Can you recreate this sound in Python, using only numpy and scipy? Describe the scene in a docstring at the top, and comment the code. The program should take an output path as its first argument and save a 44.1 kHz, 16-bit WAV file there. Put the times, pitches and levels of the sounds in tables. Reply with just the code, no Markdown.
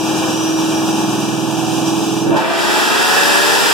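"""Workshop with a dynamometer: a supercharged V8, heard by a phone carried from bonnet to rear wheel.
Light load: droning multiples of the engine cycle under coloured noise (fans, tyres) and thin wavering whine.
Throttle opening: firing pulses ring resonances into a bark and the tone pattern shifts.
Full load: the revs climb and puffed noise turns the exhaust to a hard roar; the pulses echo in the room."""
import sys
import numpy as np
from scipy import signal
from scipy.fft import rfft, irfft
from scipy.io import wavfile
from scipy.ndimage import uniform_filter1d

SR = 44100
rng = np.random.default_rng(int(sys.argv[2]) if len(sys.argv) > 2 else 0)


def persist_wave(psi):
    """Save psi, clipped to +-1, as 16-bit WAV."""
    counts = np.round(np.clip(psi, -1, 1) * 32767).astype(np.int16)
    wavfile.write(sys.argv[1], SR, np.atleast_2d(counts).T)


N = 164493

# Order = multiple of the engine cycle. 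Level curves are gains on top of the spectra.
# Fans, tyres and belts, spectrum: f/Hz, density/(dB per Hz)
FANS_SPECTRUM = [(30, -79), (80, -66.5), (130, -55), (330, -52), (540, -60.5), (830, -53), (1100, -58.5),
                 (1600, -69), (1950, -69.5), (2900, -60.5), (3600, -65), (5600, -65.5), (7500, -68.5),
                 (9500, -71.5), (11500, -76), (15500, -82)]
# Their level: t/s, level/dB
FANS_LEVEL = [(0, 0.5), (.4, 0.5), (.9, 0.5), (1.4, -0.5), (1.8, 0.5), (2.2, 0), (2.33, -7), (3.73, -15)]
# Their stereo width: f/Hz, side-mid/dB
FANS_WIDTH = [(60, 0), (200, -0.5), (700, -17), (1300, -10), (4400, -3.5), (15000, 0.5)]
# Blower whine: order, level/dB
WHINE_TONES = [(283.5, 0), (296, -6)]
# Whine level: t/s, level/dB
WHINE_LEVEL = [(0, -36), (.25, -39), (.42, -31), (.7, -35), (1.1, -36.5), (1.5, -41), (1.85, -37),
               (2.25, -40), (2.45, -67)]
# Engine speed: t/s, firing rate/Hz
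FIRING_RATE = [(0, 160.25), (.5, 160.5), (1, 161.35), (2, 162.75), (2.25, 163.5), (2.35, 165.5),
               (2.5, 170.5), (3, 182.5), (3.73, 202.5)]
# Exhaust tones: order, light-load level/dB, full-load level/dB
EXHAUST_TONES = [(6, -37.5, -48), (7, -34, -50), (8, -35, -38), (9, -34, -48), (10, -33, -43),
                 (11, -32, -39), (13, -38, -39), (14, -31, -39), (15, -29.5, -41), (16, -20, -26.5),
                 (18, -34, -44), (19, -41, -36), (21, -44, -44), (24, -46, -41), (26, -43, -47),
                 (31, -48, -41), (32, -42, -37.5), (37, -43, -35), (39, -45, -37), (40, -41, -37),
                 (42, -38, -42), (56, -54, -36), (63, -59, -41), (70, -56, -43), (71, -57, -43)]
# Gain of the drone, the tone at twice the firing rate: t/s, level/dB
DRONE_LEVEL = [(0, 0.5), (.33, -1), (.55, 3.5), (.9, 1.5), (1.3, -3), (1.65, -1), (1.95, 1.5), (2.22, -1),
               (2.325, 5.5), (2.37, -1.5), (2.5, 0.5), (2.75, 4.5), (3.05, -6), (3.4, 3.5), (3.73, 1)]
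# Gain of the boom, the tones below the drone in pitch: t/s, level/dB
BOOM_LEVEL = [(0, -4), (.5, -4), (1.1, 1), (1.6, -1.5), (2.3, 0.5), (2.7, 5), (3.73, -0.5)]
# Tone swells at resonances of pipes and workshop: order, t/s, length/s, lift/dB
TONE_SWELLS = [(26, .15, .2, 9), (32, .68, .22, 8), (37, 1.03, .25, 11.5), (37, 1.7, .14, 12),
               (42, .95, .2, 4), (10, 1.1, .3, 4), (21, 2.13, .2, 12), (32, 2.345, .04, 19),
               (42, 2.385, .02, 21), (31, 2.48, .13, 14), (39, 2.74, .1, 15), (40, 3.02, .18, 7),
               (32, 3.1, .16, 10), (32, 3.62, .15, 8), (24, 3.35, .35, 15), (8, 3.27, .2, 5),
               (63, 3.12, .12, 15), (70, 3.38, .22, 15), (71, 3.28, .17, 13)]
# Tone phase between left and right: f/Hz, light load/rad, full load/rad
STEREO_PHASE = [(123, 1.4, 3.16), (195, 0.88, 2.15), (330, 0.97, 1.9), (760, 0.42, 0.19),
                (1510, 0.34, 0.41)]
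# Light-load tone imbalance, before the share: f/Hz, L-R/dB
STEREO_BALANCE = [(120, -10.5), (200, -3.5), (330, -4), (700, -0.5)]
# Share of the imbalance as the phone moves along the car: t/s, share/1
BALANCE_SHARE = [(0, -0.98), (.4, 0.81), (1, 0.23), (1.6, 1.74), (2.1, 0.85), (2.6, 3.2)]
# Firing pulses in the pipes, spectrum: f/Hz, density/(dB per Hz)
RASP_SPECTRUM = [(70, -90), (150, -71.5), (300, -47), (600, -51), (900, -49.5), (1150, -54.5),
                 (1600, -50.5), (2800, -58.5), (6000, -86)]
# Their level: t/s, level/dB
RASP_LEVEL = [(0, -6), (2.22, -12.5), (2.35, -1.5), (2.5, -1), (2.7, -0.5), (3.73, -0.5)]
# Pipe resonances: f/Hz, width/Hz, peak density/(dB per Hz), strongest t/s, length/s
PIPE_RINGS = [(663, 115, -49.5, 2.56, 0.3), (880, 76, -49.5, 2.51, 0.31), (1697, 160, -45.5, 3.25, 0.3),
              (2643, 150, -51, 3.31, 0.71)]
# Bark resonances: f/Hz, width/Hz, peak density/(dB per Hz), start t/s, end t/s (end before start: silent)
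BARK_RINGS = [(311, 112, -37.5, 2.255, 2.39), (637, 88, -39.5, 2.31, 2.395), (830, 230, -45, 2.335, 2.4),
              (1340, 220, -53, 2.33, 1.9)]
# Exhaust gas at full load, spectrum: f/Hz, density/(dB per Hz)
GAS_SPECTRUM = [(50, -75), (110, -58), (180, -49), (380, -59), (600, -66), (870, -48.5), (1120, -53),
                (1650, -45.5), (2050, -52), (2650, -56), (3300, -51.5), (4100, -56.5), (5100, -54),
                (6200, -60), (7400, -58), (9000, -62.5), (12000, -66), (15500, -72)]
# Gas level, multiplied further for the hiss: t/s, level/dB
GAS_LEVEL = [(2.3, -42), (2.355, -15), (2.367, -4.5), (2.45, -8.5), (2.51, -6), (2.6, -2.5), (2.78, -0.5),
             (2.92, -1), (3.12, 0.23), (3.45, 0.5), (3.73, 0.5)]
# Stereo width of gas and pulses: f/Hz, side-mid/dB
GAS_WIDTH = [(100, 30), (200, 12), (380, 2.5), (700, -7), (1050, -13), (1700, 6.5), (2400, -4.5),
             (4400, -5.5), (8000, -0.5), (15000, 0)]
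# Microphone notches (positive depth lifts): f/Hz, width/Hz, bonnet depth/dB, rear depth/dB
MIC_NOTCHES = [(2056, 146, -53, -3.5), (2178, 107, -10.5, -12.5), (4373, 182, -17.5, -5),
               (6400, 110, 4, -14), (10500, 170, -16, 0), (12800, 110, 1, -7)]

CYLINDERS = 8
THROTTLE_S, OPENING_S = 2.402, 0.06
WHINE_WAVER_RAD = 1.05
WHISTLE_HZ, WHISTLE_DB = 14063, -56
TONE_WAVER_DB, TONE_WAVER_RAD = 1.5, .15
LOAD_WAVER_RAD = .15  # extra overtone waver at full load
LOPE_SCATTER_RAD = .95  # low tones line up loosely into one thump per engine cycle
CYLINDER_SPREAD_DB, FIRING_SCATTER_DB, JITTER_S = 3.5, 3, .0001
HEADER_SPREAD_S = 0.000801  # unequal pipe lengths make the pulses uneven
ROOM_T60_S, ROOM_DB = 0.54, 7  # echo energy re direct pulse
BARK_RISE_S, BARK_FALL_S = 0.015, .008
PUFF_DEPTH = 0.083
HISS_HZ, HISS_GROWTH_DB_PER_DB = 4400, 1.87  # growth beyond that of the roar
PEAK_LIMIT, TOP_HZ = .95, 15600


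def undb(db):
    """Amplitude from dB."""
    return 10 ** (np.asarray(db) / 20)


def clock():
    """Sample times in s."""
    return np.arange(N) / SR


def curve(rows):
    """Straight lines through (t/s, value) rows."""
    return np.interp(clock(), *np.array(rows, float).T)


def at(rows, hz, axis=1):
    """One table column, read on a log-frequency axis."""
    rows = np.array(rows, float)
    return np.interp(np.log(np.maximum(hz, 1)), np.log(rows[:, 0]), rows[:, axis])


def bins():
    """Spectrum bin frequencies in Hz."""
    return np.arange(N // 2 + 1) * SR / N


def filtered(x, gain):
    """Gain per bin, applied to the whole signal."""
    return irfft(rfft(x) * gain, N)


def colour(x, rows):
    """Shapes a white signal of rms 1 to (f/Hz, density/(dB per Hz)) rows."""
    return filtered(x, undb(at(rows, bins())) * np.sqrt(SR / 2))


def ring(x, hz, width_hz, db):
    """Steep-skirted resonance, peaking at db per Hz."""
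    shape = 1 / (1 + 1j * (bins() - hz) / width_hz) ** 2
    return filtered(x, undb(db) * np.sqrt(SR / 2) * shape)


def walk(rate_hz):
    """Smooth random waver with spread near 1."""
    hold = int(SR / rate_hz)
    held = np.repeat(rng.standard_normal(N // hold + 2), hold)
    return 1.22 * uniform_filter1d(held, hold)[:N]


def spread(pair, width):
    """Left and right from two signals taken as mid and side."""
    ratio = undb(at(width, bins()))
    mid, side = filtered(pair, np.array([ratio ** 0, ratio]) / np.sqrt(1 + ratio ** 2))
    return np.array([mid + side, mid - side])


def step(when_s, length_s):
    """Smooth rise from 0 to 1 around a moment."""
    return (1 + np.tanh((clock() - when_s) / length_s)) / 2


def throttle():
    """Load from 0 (light) to 1 (full)."""
    return step(THROTTLE_S, OPENING_S)


def fans():
    """Rush of fans and of tyres on rollers: coloured noise, slightly unsteady, fading as the throttle opens."""
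    noise = colour(spread(rng.standard_normal((2, N)), FANS_WIDTH), FANS_SPECTRUM)
    return noise * undb(curve(FANS_LEVEL) + 1.03 * walk(24.17))


def blower(cycle):
    """Supercharger whine locked to the engine cycle, plus a faint whistle at one mean pitch."""
    def tone(phase):
        waver = WHINE_WAVER_RAD * np.array([walk(60), walk(60.4)])
        return np.sqrt(2) * np.sin(phase + waver)
    whine = sum(undb(db + 2 * walk(20)) * tone(2 * np.pi * order * cycle) for order, db in WHINE_TONES)
    whistle = undb(WHISTLE_DB) * tone(2 * np.pi * WHISTLE_HZ * clock())
    return whine * undb(curve(WHINE_LEVEL)) + whistle


def exhaust_tones(cycle, cycle_hz, load):
    """Multiples of the engine cycle: loping boom, drone and overtones, in a pattern set by load."""
    t = clock()
    out, drone, boom = 0, curve(DRONE_LEVEL), curve(BOOM_LEVEL)
    sides = np.array([[1], [-1]]) / 2
    lean = sides * curve(BALANCE_SHARE) * (1 - load)
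    for order, light_db, full_db in EXHAUST_TONES:
        hz = order * cycle_hz.mean()
        db = light_db + (full_db - light_db) * load
        for lifted, when_s, length_s, lift_db in TONE_SWELLS:
            if lifted == order:
                db = db + lift_db * np.exp(-((t - when_s) / length_s) ** 4)
        start = rng.standard_normal()
        waver_db, waver_rad = TONE_WAVER_DB * walk(5.18), TONE_WAVER_RAD * walk(14)
        if order == 2 * CYLINDERS:
            db, offset = db + drone, np.pi / 2
        elif order < 2 * CYLINDERS:
            db = db + boom + waver_db / 2
            offset = LOPE_SCATTER_RAD * start + waver_rad / 2
        else:
            db = db + waver_db
            offset = np.pi * start + waver_rad + LOAD_WAVER_RAD * load * walk(40)
        lag = at(STEREO_PHASE, hz) * (1 - load) + at(STEREO_PHASE, hz, axis=2) * load
        phase = 2 * np.pi * (order * cycle % 1) + offset + sides * lag
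        level = undb(db + lean * at(STEREO_BALANCE, hz))
        out = out + np.sqrt(2) * level * np.sin(phase.astype(np.float32))
    return out


def firings(cycle):
    """One pulse per firing, uneven by cylinder, echoing in the workshop; mid and side, rms 1."""
    t = clock()
    k = np.arange(1, int(cycle[-1] * CYLINDERS))
    strength, delay = rng.standard_normal((2, CYLINDERS))[:, k % CYLINDERS]
    chance = rng.standard_normal((len(k), 2))
    when_s = np.interp(k / CYLINDERS, cycle, t)
    when_s = when_s + HEADER_SPREAD_S * delay / delay.std() + JITTER_S * chance[:, 0]
    size = undb(CYLINDER_SPREAD_DB * strength + FIRING_SCATTER_DB * chance[:, 1])
    pulses = np.bincount(np.clip(when_s * SR, 0, N - 1).astype(int), size, N)
    decay = np.exp(-np.log(1000) * t[:SR // 2] / ROOM_T60_S)
    room = rng.standard_normal((2, SR // 2)) * decay
    room *= undb(ROOM_DB) / np.sqrt(np.sum(room ** 2, axis=1, keepdims=True))
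    room[0, 0] += 1  # direct sound, mid only
    out = signal.fftconvolve((pulses - pulses.mean())[None], room, axes=1)[:, :N]
    return out / out.std(axis=1, keepdims=True)


def exhaust_rasp(cycle):
    """Firings ring the pipes: rasp, timed resonance swells, and a bark that breaks off."""
    t = clock()
    pulses = spread(firings(cycle), GAS_WIDTH)
    out = colour(pulses, RASP_SPECTRUM) * undb(curve(RASP_LEVEL))
    for hz, width_hz, db, when_s, length_s in PIPE_RINGS:
        out += ring(pulses, hz, width_hz, db) * np.exp(-((t - when_s) / length_s) ** 2)
    surge = spread(firings(cycle), GAS_WIDTH)
    for hz, width_hz, db, start_s, end_s in BARK_RINGS:
        gate = step(start_s, BARK_RISE_S) * (1 - step(end_s, BARK_FALL_S))
        out += ring(surge, hz, width_hz, db) * gate
    return out


def gas_roar(cycle):
    """Turbulent gas: noise in one puff per firing, its hiss growing fastest."""
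    puffs = 1 + PUFF_DEPTH * np.cos(2 * np.pi * CYLINDERS * cycle)
    puffs = puffs / np.sqrt(np.mean(puffs ** 2))
    gas = colour(spread(rng.standard_normal((2, N)), GAS_WIDTH) * puffs, GAS_SPECTRUM)
    hiss = filtered(gas, 1 - 1 / (1 + (bins() / HISS_HZ) ** 2))
    db = curve(GAS_LEVEL)
    return (gas - hiss) * undb(db) + hiss * undb(db * (1 + HISS_GROWTH_DB_PER_DB))


def scene():
    """All layers, driven by one engine cycle count."""
    cycle_hz = curve(FIRING_RATE) / CYLINDERS
    cycle = np.cumsum(cycle_hz) / SR
    background = fans() + blower(cycle)
    exhaust = exhaust_tones(cycle, cycle_hz, throttle()) + exhaust_rasp(cycle) + gas_roar(cycle)
    return background + exhaust


def record(dry):
    """Phone microphone: notches blend from bonnet to rear with load; peaks rounded, top cut."""
    shapes = np.array([np.exp(-((bins() - hz) / width_hz) ** 2) for hz, width_hz, _, _ in MIC_NOTCHES])
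    bonnet_db, rear_db = np.array(MIC_NOTCHES)[:, 2:].T
    bonnet = filtered(dry, undb(bonnet_db @ shapes))
    rear = filtered(dry, undb(rear_db @ shapes))
    heard = bonnet + (rear - bonnet) * throttle()
    heard = heard / (1 + (heard / PEAK_LIMIT) ** 6) ** (1 / 6)
    return signal.sosfilt(signal.ellip(10, .2, 80, TOP_HZ, fs=SR, output="sos"), heard)


dry = scene()
out = record(dry)
persist_wave(out)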